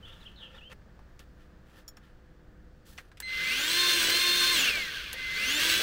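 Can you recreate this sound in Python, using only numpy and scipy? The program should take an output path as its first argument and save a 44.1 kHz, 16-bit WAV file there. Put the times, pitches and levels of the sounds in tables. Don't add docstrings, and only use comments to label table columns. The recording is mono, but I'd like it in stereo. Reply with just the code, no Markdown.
import sys
import numpy as np
from scipy import signal
from scipy.fft import rfft, irfft, next_fast_len
from scipy.io import wavfile
from scipy.ndimage import uniform_filter1d

SR = 44100
rng = np.random.default_rng(int(sys.argv[2]) if len(sys.argv) > 2 else 0)


def persist_wave(psi):
    counts = np.round(np.clip(psi, -1, 1) * 32767).astype(np.int16)
    wavfile.write(sys.argv[1], SR, np.atleast_2d(counts).T)


def invert_db(level):
    return 10 ** (np.asarray(level, dtype=float) / 20)


N = 256926
T = np.arange(N) / SR
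SIZE = next_fast_len(N + SR // 2)
HZ = np.fft.rfftfreq(SIZE, 1 / SR) + 1e-3

# t/s, f/Hz, level/dB
SHAFT_RUN = [(3.23, 46, -58), (3.29, 93.7, -42), (3.38, 138.4, -33), (3.62, 292, -29.5), (3.72, 339, -28),
             (3.79, 353, -27), (3.94, 351.8, -26), (4.06, 331.1, -25), (4.19, 352.9, -27.5),
             (4.535, 352, -26.5), (4.61, 285, -24.5), (4.71, 208.3, -29), (4.87, 162.1, -34.5),
             (5.16, 74.4, -38), (5.3, 138, -34), (5.52, 286.4, -29), (5.66, 327.8, -25), (5.83, 334, -27.5)]
# shaft multiple/1, level/dB
IMBALANCE_ORDERS = [(1, -0.5), (2, -5), (3, 5), (5, 0), (6, 2.5), (7, -4.5), (14, -18), (15, -3)]
# shaft multiple/1, level/dB
PUMP_GROAN = [(2.38, -7.5)]
# shaft multiple/1, level/dB
TOOTH_MESH = [(7.8, -7), (8.9, 5), (10.25, 13), (20.5, -27)]
# shaft multiple/1, level/dB
COMMUTATOR_ORDERS = [(12, 6.5), (24, -7.5), (25, -22), (36, -32), (40, -25), (41, -31), (42, -37)]
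# t/s, load/0-1, width/s
PUMP_STROKES = [
    (4.06, 0.66, 0.085),
    (4.6, 0.45, 0.074),
    (5.62, 0.41, 0.057),
    (5.81, 0.73, 0.063),
]
# f/Hz, width/Hz, level/dB
SHELL_MODES = [(1610, 220, -2), (2280, 450, 0), (2800, 460, 1.5), (3247, 350, -4.5), (3642, 220, -1.5),
               (4010, 150, 0.5), (4270, 220, 1.5)]
# f/Hz, level/dB per Hz
HOUSING_COLOUR = [(100, -18.5), (400, -11.5), (900, -8.5), (1300, -14.5), (1900, -12), (2500, -2.5),
                  (3300, 0), (3900, 0.5), (4500, -3), (6200, -11), (7000, -19.5), (9500, -21),
                  (11800, -26.5), (13000, -22.5)]
# f/Hz, width/Hz, level/dB
HOUSING_RINGS = [(1554, 57, 16), (1720, 100, 4.5), (2160, 86, -1), (2745, 20, 4.5), (3170, 70, -15),
                 (3320, 58, -2.5), (5610, 76, -36), (6500, 160, -8)]
FULL_SPEED_HZ = 350
HUM_DB, IMBALANCE_DB, MESH_DB, COMMUTATOR_DB, OVERTONE_DB = -18.5, -15.5, -6, -1.6, -4.5
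LOAD_HUM_DB, LOAD_IMBALANCE_DB, LOAD_MESH_DB = 6.5, -6.5, -1
LOAD_COMMUTATOR_DB, LOAD_OVERTONE_DB = -20, -5
TREBLE_DB, TREBLE_DB_PER_SPEED = -5, 15
RUN_UP_DB, RUN_UP_HZ_PER_S = -13, 560
GLIDE_MESH_DB = -2.5
SECOND_FILL_S, SECOND_FILL_DB = 5.3, 11.5


def motor():
    gate, (hz, db) = curves(SHAFT_RUN, .01)
    level = np.where(T > 5, 1, gate) * invert_db(db + .1)
    hz = uniform_filter1d(hz, size=SR // 30)
    speed = hz / FULL_SPEED_HZ
    load = sum(share * np.exp(-((T - s) / width) ** 2) for s, share, width in PUMP_STROKES)
    hum_db = HUM_DB + LOAD_HUM_DB * load
    gaining = np.gradient(hz) * SR / RUN_UP_HZ_PER_S
    blur_db = RUN_UP_DB * np.clip(gaining, 0, 1) * np.clip(1 - speed, 0, 1)
    glide = np.clip(3 * abs(gaining), 0, 1)
    turns = np.cumsum(hz * (1 + 0.00089 * walk(60))) / SR

    shake = invert_db(IMBALANCE_DB + LOAD_IMBALANCE_DB * load) * speed ** 2.4
    tones = shake * partials(turns, IMBALANCE_ORDERS, 3.5)
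    groan = invert_db(1.48 * hum_db - 0.5 + SECOND_FILL_DB * (T > SECOND_FILL_S)) * speed
    tones += groan * partials(turns, PUMP_GROAN, 7.4)
    overtone = invert_db(OVERTONE_DB + LOAD_OVERTONE_DB * load - 4.5)
    overtone = overtone * np.clip(speed / 0.65, 0, 1) ** 3 / speed ** 2.1
    tones += overtone * partials(turns, COMMUTATOR_ORDERS[1:], 3.1)

    mesh = invert_db(MESH_DB + LOAD_MESH_DB * load + GLIDE_MESH_DB * glide - 7.0) * speed ** 1.7
    gears = mesh * partials(turns, TOOTH_MESH, 2.3)
    brushes = invert_db(COMMUTATOR_DB + LOAD_COMMUTATOR_DB * load + blur_db - 3.0) * speed ** 0.68
    gears += brushes * partials(turns, COMMUTATOR_ORDERS[:1], 2.37)
    shell = invert_db(-32) + sum(resonances([mode]) ** 2 / invert_db(mode[2]) for mode in SHELL_MODES)
    tones = level * tones + shape(level * gears, shell)

    rattle = level * teeth(turns, TREBLE_DB - TREBLE_DB_PER_SPEED * (1 - speed), hum_db)
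    return space(tones + invert_db(-0.5) * chopper(), 0.049, -8.5) + rattle


def teeth(turns, treble_db, hum_db):
    size = invert_db(1.4 * walk(900) + .8 * walk(30)) * (1 + .06 * np.sin(2 * np.pi * turns))
    direct, *scattered = rfft(rng.standard_normal((3, N)) * size, SIZE)
    echo = invert_db(along(ECHO_COLOUR) - 4.0)
    body = invert_db(along(HOUSING_COLOUR)) * (1 + resonances(HOUSING_RINGS))
    impacts = (direct + echo * np.array(scattered)) / np.sqrt(1 + echo ** 2) * body
    high, mid = above(5190), above(840)
    bands = (1 - mid, mid * (1 - high), high)
    low, middle, treble = (unit(irfft(impacts * band, SIZE)[:, :N]) for band in bands)
    return middle + invert_db(treble_db + 1.0) * treble + invert_db(hum_db + 0.5) * low


def partials(turns, orders, flutter_db):
    out = np.zeros(N)
    turning = turns[3 * SR:]
    for k, db in orders:
        gain = invert_db(db + flutter_db * walk(39.92, size=len(turning)))
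        out[-len(turning):] += gain * np.sqrt(2) * np.sin(2 * np.pi * k * turning + k * k)
    return out


# t/s, length/s, level/dB
CHOPPED_STARTS = [
    (3.225, 0.47, -31.5),
    (5.152, 0.49, -33),
]
# overtone/1, level at the start/dB
WINDING_OVERTONES = [(2, 0), (3, -11), (4, -23), (5, -37)]
CHOPPER_HZ, SWELL_S, FADE_S = 2060, 0.1, 0.19


def chopper():
    out, phase = 0, 2 * np.pi * CHOPPER_HZ * T
    overtones = sum(invert_db(g) * np.sin(k * phase) for k, g in WINDING_OVERTONES)
    for (s, length, top_db), bite_db in zip(CHOPPED_STARTS, (.5, -14)):
        end = s + length
        gate, (db,) = curves([(s, -10), (s + SWELL_S, -1.5), (end - FADE_S, 0), (end, -16)], 0.0055)
        fading = invert_db(bite_db - 136 * np.clip(T - s, 0, 1))
        out = out + gate * invert_db(db + top_db) * np.sqrt(2) * (np.sin(phase) + fading * overtones)
    return out


# t/s, peak level/dB, ring f/Hz, treble level/dB rel, left minus right/dB
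HAND_CLICKS = [(0.699, -52, 1630, -18, 4), (0.717, -40, 1770, -20, 9), (0.991, -43.5, 765, -29, 3),
               (1.193, -39, 3150, -1, .1), (1.971, -40, 1460, -8, 4), (2.978, -31.5, 2350, -35, -5),
               (2.983, -28, 1780, -42, 0), (3.116, -41.5, 1600, -28, -0.6), (3.172, -39, 2410, -11, -2.5),
               (3.202, -32, 1620, 9, -7), (3.222, -34, 2060, -21, 2.5), (5.130, -33.5, 3260, 13.5, -5.5)]
# t/s, peak level/dB
PLUNGER_KNOCKS = [(4.084, -27.5), (4.139, -31), (4.77, -32.5), (5.139, -35.5), (5.794, -25.5)]


def clicks():
    out = np.zeros((2, N))
    t = T[:SR // 8]
    blows = [(*row, 0.069) for row in HAND_CLICKS]
    blows += [(s, db, 504, -30, -.6, 0.14) for s, db in PLUNGER_KNOCKS]
    for s, db, hz, treble_db, pan_db, t60 in blows:
        noise = rng.standard_normal((3, len(t)))
        ring = bandpass(noise[0], 1, hz * .85, hz * 1.2)
        snap = bandpass(noise[1], 2, hz * .5, hz * 2.5)
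        crack = bandpass(noise[2], 1, 4000, 13000)
        blow = 0.9 * unit(ring) * invert_db(-60 * t / t60)
        blow += (.5 * unit(snap) + invert_db(treble_db + 8.0) * crack) * invert_db(-60 * t / (0.2 * t60))
        add(out, blow * invert_db(db - 8.5), s, pan_db)
    return out


# t/s, peak level/dB, left minus right/dB
COUPLER_TICKS = [
    (1.8798, -29.5, 5),
    (1.8852, -31, -2),
    (1.8888, -34, 4),
    (1.9693, -45, -1),
]
# f/Hz, level/dB, t60/s
COUPLER_MODES = [(1330, -17, 1.7), (3310, -17, 0.12), (5440, -2, 0.077), (5491, 7.5, 0.023),
                 (6940, -2.5, 0.095), (8920, -28, 0.079), (10700, -8, 0.027), (13220, -16, 0.07),
                 (14210, -1, 0.03)]


def coupler():
    out = np.zeros((2, N))
    t = T[:SR // 8]
    for s, db, pan_db in COUPLER_TICKS:
        ring = 0
        for hz, mode_db, t60 in COUPLER_MODES:
            decay = invert_db(mode_db - 60 * t / min(t60, .06))
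            ring = ring + decay * np.sin(2 * np.pi * hz * t + rng.uniform(0, 2 * np.pi))
        crack = 0.55 * rng.standard_normal(len(t)) * invert_db(-60 * t / 0.019)
        add(out, (ring + crack) * invert_db(db - 10.5), s, pan_db)
    return out


# t/s, length/s, level/dB, ring level/dB rel, low ring level/dB rel
RAG_RUBS = [(0, 0.18, -70.5, 14.5, 4), (0.123, .2, -67, 10.5, -11), (0.316, 0.18, -78, 20, 11),
            (0.477, 0.17, -81.5, 27, 22.5), (0.696, 0.0394, -60, 12.5, 7.5),
            (1.192, 0.053, -63.5, 7.5, -12), (1.37, 0.1, -74.5, 10.5, 1), (1.657, .18, -64.5, 5, -6),
            (2, 0.15, -77.5, 15, -6), (2.85, 0.16, -53, -8.5, -17), (2.968, 0.13, -64.5, 3.5, -3)]
RUB_PEAKS = [0.49, 0.43, 0.69, 0.49, 0.89, .05, 0.44, 0.72, 0.28, 0.11, .1]
# f/Hz, width/Hz, level/dB
CHASSIS_MODES = [(521, 15, 0), (900, 26, -9), (1370, 77, -2.5), (1780, 22, 3.5), (2900, 930, -10.5)]


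def rub():
    slips = rng.standard_normal(N) * invert_db(1.7 * walk(300) + 1.1 * walk(25.2))
    ring = unit(shape(slips, resonances(CHASSIS_MODES[1:])))
    low = unit(shape(slips, resonances(CHASSIS_MODES[:1])))
    hiss = unit(shape(slips, above(3200) * ((HZ / 5000) ** -.4 + 0.53 * above(14000))))
    out = 0
    for (s, length, db, ring_db, low_db), peak in zip(RAG_RUBS, RUB_PEAKS):
        stroke = hiss + invert_db(ring_db) * ring + invert_db(low_db) * low
        out = out + swell(s, length, peak, -12, .0024) * invert_db(db) * stroke
    return out


# t/s, length/s, first f/Hz, middle f/Hz, last f/Hz
BIRD_NOTES = [(0.026, 0.04, 3160, 2920, 3690), (0.059, .08, 3130, 3140, 3420),
              (0.206, 0.041, 4130, 3520, 2940), (0.249, 0.036, 2550, 3245, 2440),
              (0.359, 0.13, 4100, 3130, 2800), (0.541, .032, 3430, 3610, 3770),
              (.575, .024, 3620, 3070, 2660), (0.609, 0.084, 2500, 3030, 3210),
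              (.705, .02, 2750, 2600, 2550)]
# level/dB, warble depth f/Hz
NOTE_VOICES = [(-48.5, 40), (-49.5, 400), (-55, 60), (-46, 90), (-49, 260), (-56, 80), (-49, 80), (-48, 25),
               (-50, 60)]


def bird():
    out, t = np.zeros(N), T[:SR]
    warble = np.sin(2 * np.pi * 95 * t + 1.55 * walk(29.9, size=SR))
    flutter_db = 2.8 * walk(121.5, size=SR)
    for (s, length, *pitch_hz), (db, warble_hz) in zip(BIRD_NOTES, NOTE_VOICES):
        hz = np.interp(t, [s, s + length / 2, s + length], pitch_hz)
        phase = 2 * np.pi * np.cumsum(hz + warble_hz * warble) / SR
        breath = swell(s, length, 0.58, -8.5, 0.003)[:SR]
        out[:SR] += breath * invert_db(db + flutter_db) * np.sqrt(2) * np.sin(phase)
    return out


# f/Hz, level/dB per Hz
YARD_COLOUR = [(20, 2), (55, -1), (100, -8), (200, -9.5), (300, -18), (500, -16.5), (750, -21),
               (1300, -24.5), (1750, -24), (2200, -32), (4000, -35), (7000, -43), (11500, -55),
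               (15000, -50)]
# f/Hz, share/0-1
PORT_LIKENESS = [(25, 0.89), (60, 0.94), (300, 0.97), (700, 0.1), (1500, 0.9), (3000, 0.1), (15000, 0)]
# f/Hz, level/dB
MACHINE_TONES = [(59.2, -59.5), (306.8, -67.5), (360.7, -71.5), (500.6, -68.5)]


def yard():
    like = np.clip(along(PORT_LIKENESS), 0, 1)
    a, b = rfft(rng.standard_normal((2, SIZE))) * invert_db(along(YARD_COLOUR))
    pair = np.array([a, like * a + np.sqrt(1 - like ** 2) * b])
    out, common = 0, walk(0.74)
    for hz in 20 * 4. ** np.arange(6):
        band = np.clip(1 - abs(np.log2(HZ / hz)) / 2, 0, 1)
        out = out + invert_db(1.4 * common + 0.98 * walk(4.54)) * irfft(pair * band, SIZE)[:, :N]
    tones = 0
    for hz, db in MACHINE_TONES:
        tones = tones + invert_db(db - 2.5 + 2.1 * walk(3.21)) * np.sqrt(2) * np.sin(2 * np.pi * hz * T)
    return unit(out) * invert_db(-53.5) + tones


# f/Hz, echo over direct level/dB
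ECHO_COLOUR = [(100, -3), (500, -10.5), (880, -12), (1100, 0), (2500, -0.5), (5000, 1.5), (8000, 6),
               (15000, 13)]


def space(x, t60, wet_db):
    t = T[:SR // 2]
    tail = rng.standard_normal((2, len(t))) * invert_db(-60 * t / t60) * (t > .002)
    tail /= np.sqrt(np.sum(tail ** 2, axis=1, keepdims=True))
    echo = invert_db(along(ECHO_COLOUR) + wet_db)
    return shape(x, (1 + echo * rfft(tail, SIZE)) / np.sqrt(1 + echo ** 2))


# f/Hz, lead/rad
RIGHT_LEAD = [(200, 0.5), (500, 1.66), (820, 3.5), (950, 3.5), (1080, 4), (1300, 8), (1500, 7), (2300, 8),
              (3700, 9.0), (4250, 8.5), (4800, 9.5), (6500, 11), (8500, 13), (11000, 14), (15000, 17)]
# f/Hz, right over left level/dB
RIGHT_GAIN = [(60, 1.5), (300, 0.15), (2500, 1.5), (3600, 1), (3900, -5), (4300, 3), (5000, 2), (6500, 1.4),
              (10500, 3.5), (13000, 3), (14500, 8)]


def ports(pair, aside):
    lead = np.exp(1j * aside * along(RIGHT_LEAD))
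    return np.array([pair[0], shape(pair[1], invert_db(aside * along(RIGHT_GAIN)) * lead)])


def unit(x):
    return x / np.sqrt(np.mean(x ** 2))


def along(points):
    hz, value = np.transpose(points)
    return np.interp(np.log(HZ), np.log(hz), value)


def resonances(modes):
    return sum(invert_db(db) / np.sqrt(1 + (2 * (HZ - hz) / width) ** 2) for hz, width, db in modes)


def shape(x, gain):
    return irfft(rfft(x, SIZE) * gain, SIZE)[..., :N]


def above(hz):
    return 1 / (1 + (hz / HZ) ** 6)


def bandpass(x, order, low_hz, high_hz):
    return signal.sosfilt(signal.butter(order, [low_hz, high_hz], "band", fs=SR, output="sos"), x)


def curves(table, fade_s):
    s, *columns = np.transpose(table)
    gate = np.clip(np.minimum(T - s[0], s[-1] - T) / fade_s, 0, 1)
    return gate, [np.interp(T, s, c) for c in columns]


def swell(s, length, peak, edge_db, fade_s):
    top_s = s + np.clip(peak, .02, .98) * length
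    gate, (db,) = curves([(s, edge_db), (top_s, 0), (s + length, edge_db)], fade_s)
    return gate * invert_db(db)


def walk(rate, size=N):
    place = np.arange(size) * rate / SR
    knots = rng.standard_normal(int(place[-1]) + 2)
    return 1.087 * np.interp(place, np.arange(len(knots)), knots)


def add(out, sound, s, pan_db):
    i = int(s * SR)
    piece = sound[:N - i]
    out[:, i:i + len(piece)] += piece * invert_db([[pan_db / 2], [-pan_db / 2]])


def scene():
    touch = space(clicks() + coupler() + rub(), 0.05, -15.5)
    song = space(invert_db(1.5) * bird(), .4, -4.0) * (T < .737)
    return ports(motor() + yard(), 0.97) + ports(touch + song, 0.15)


def band_limit(x):
    return signal.sosfilt(signal.butter(12, 17010, fs=SR, output="sos"), x)


def record(dry):
    mix = shape(dry, 1 / (1 + (HZ / 15800) ** 300))
    return band_limit(mix)


dry = scene()
out = record(dry)
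persist_wave(out)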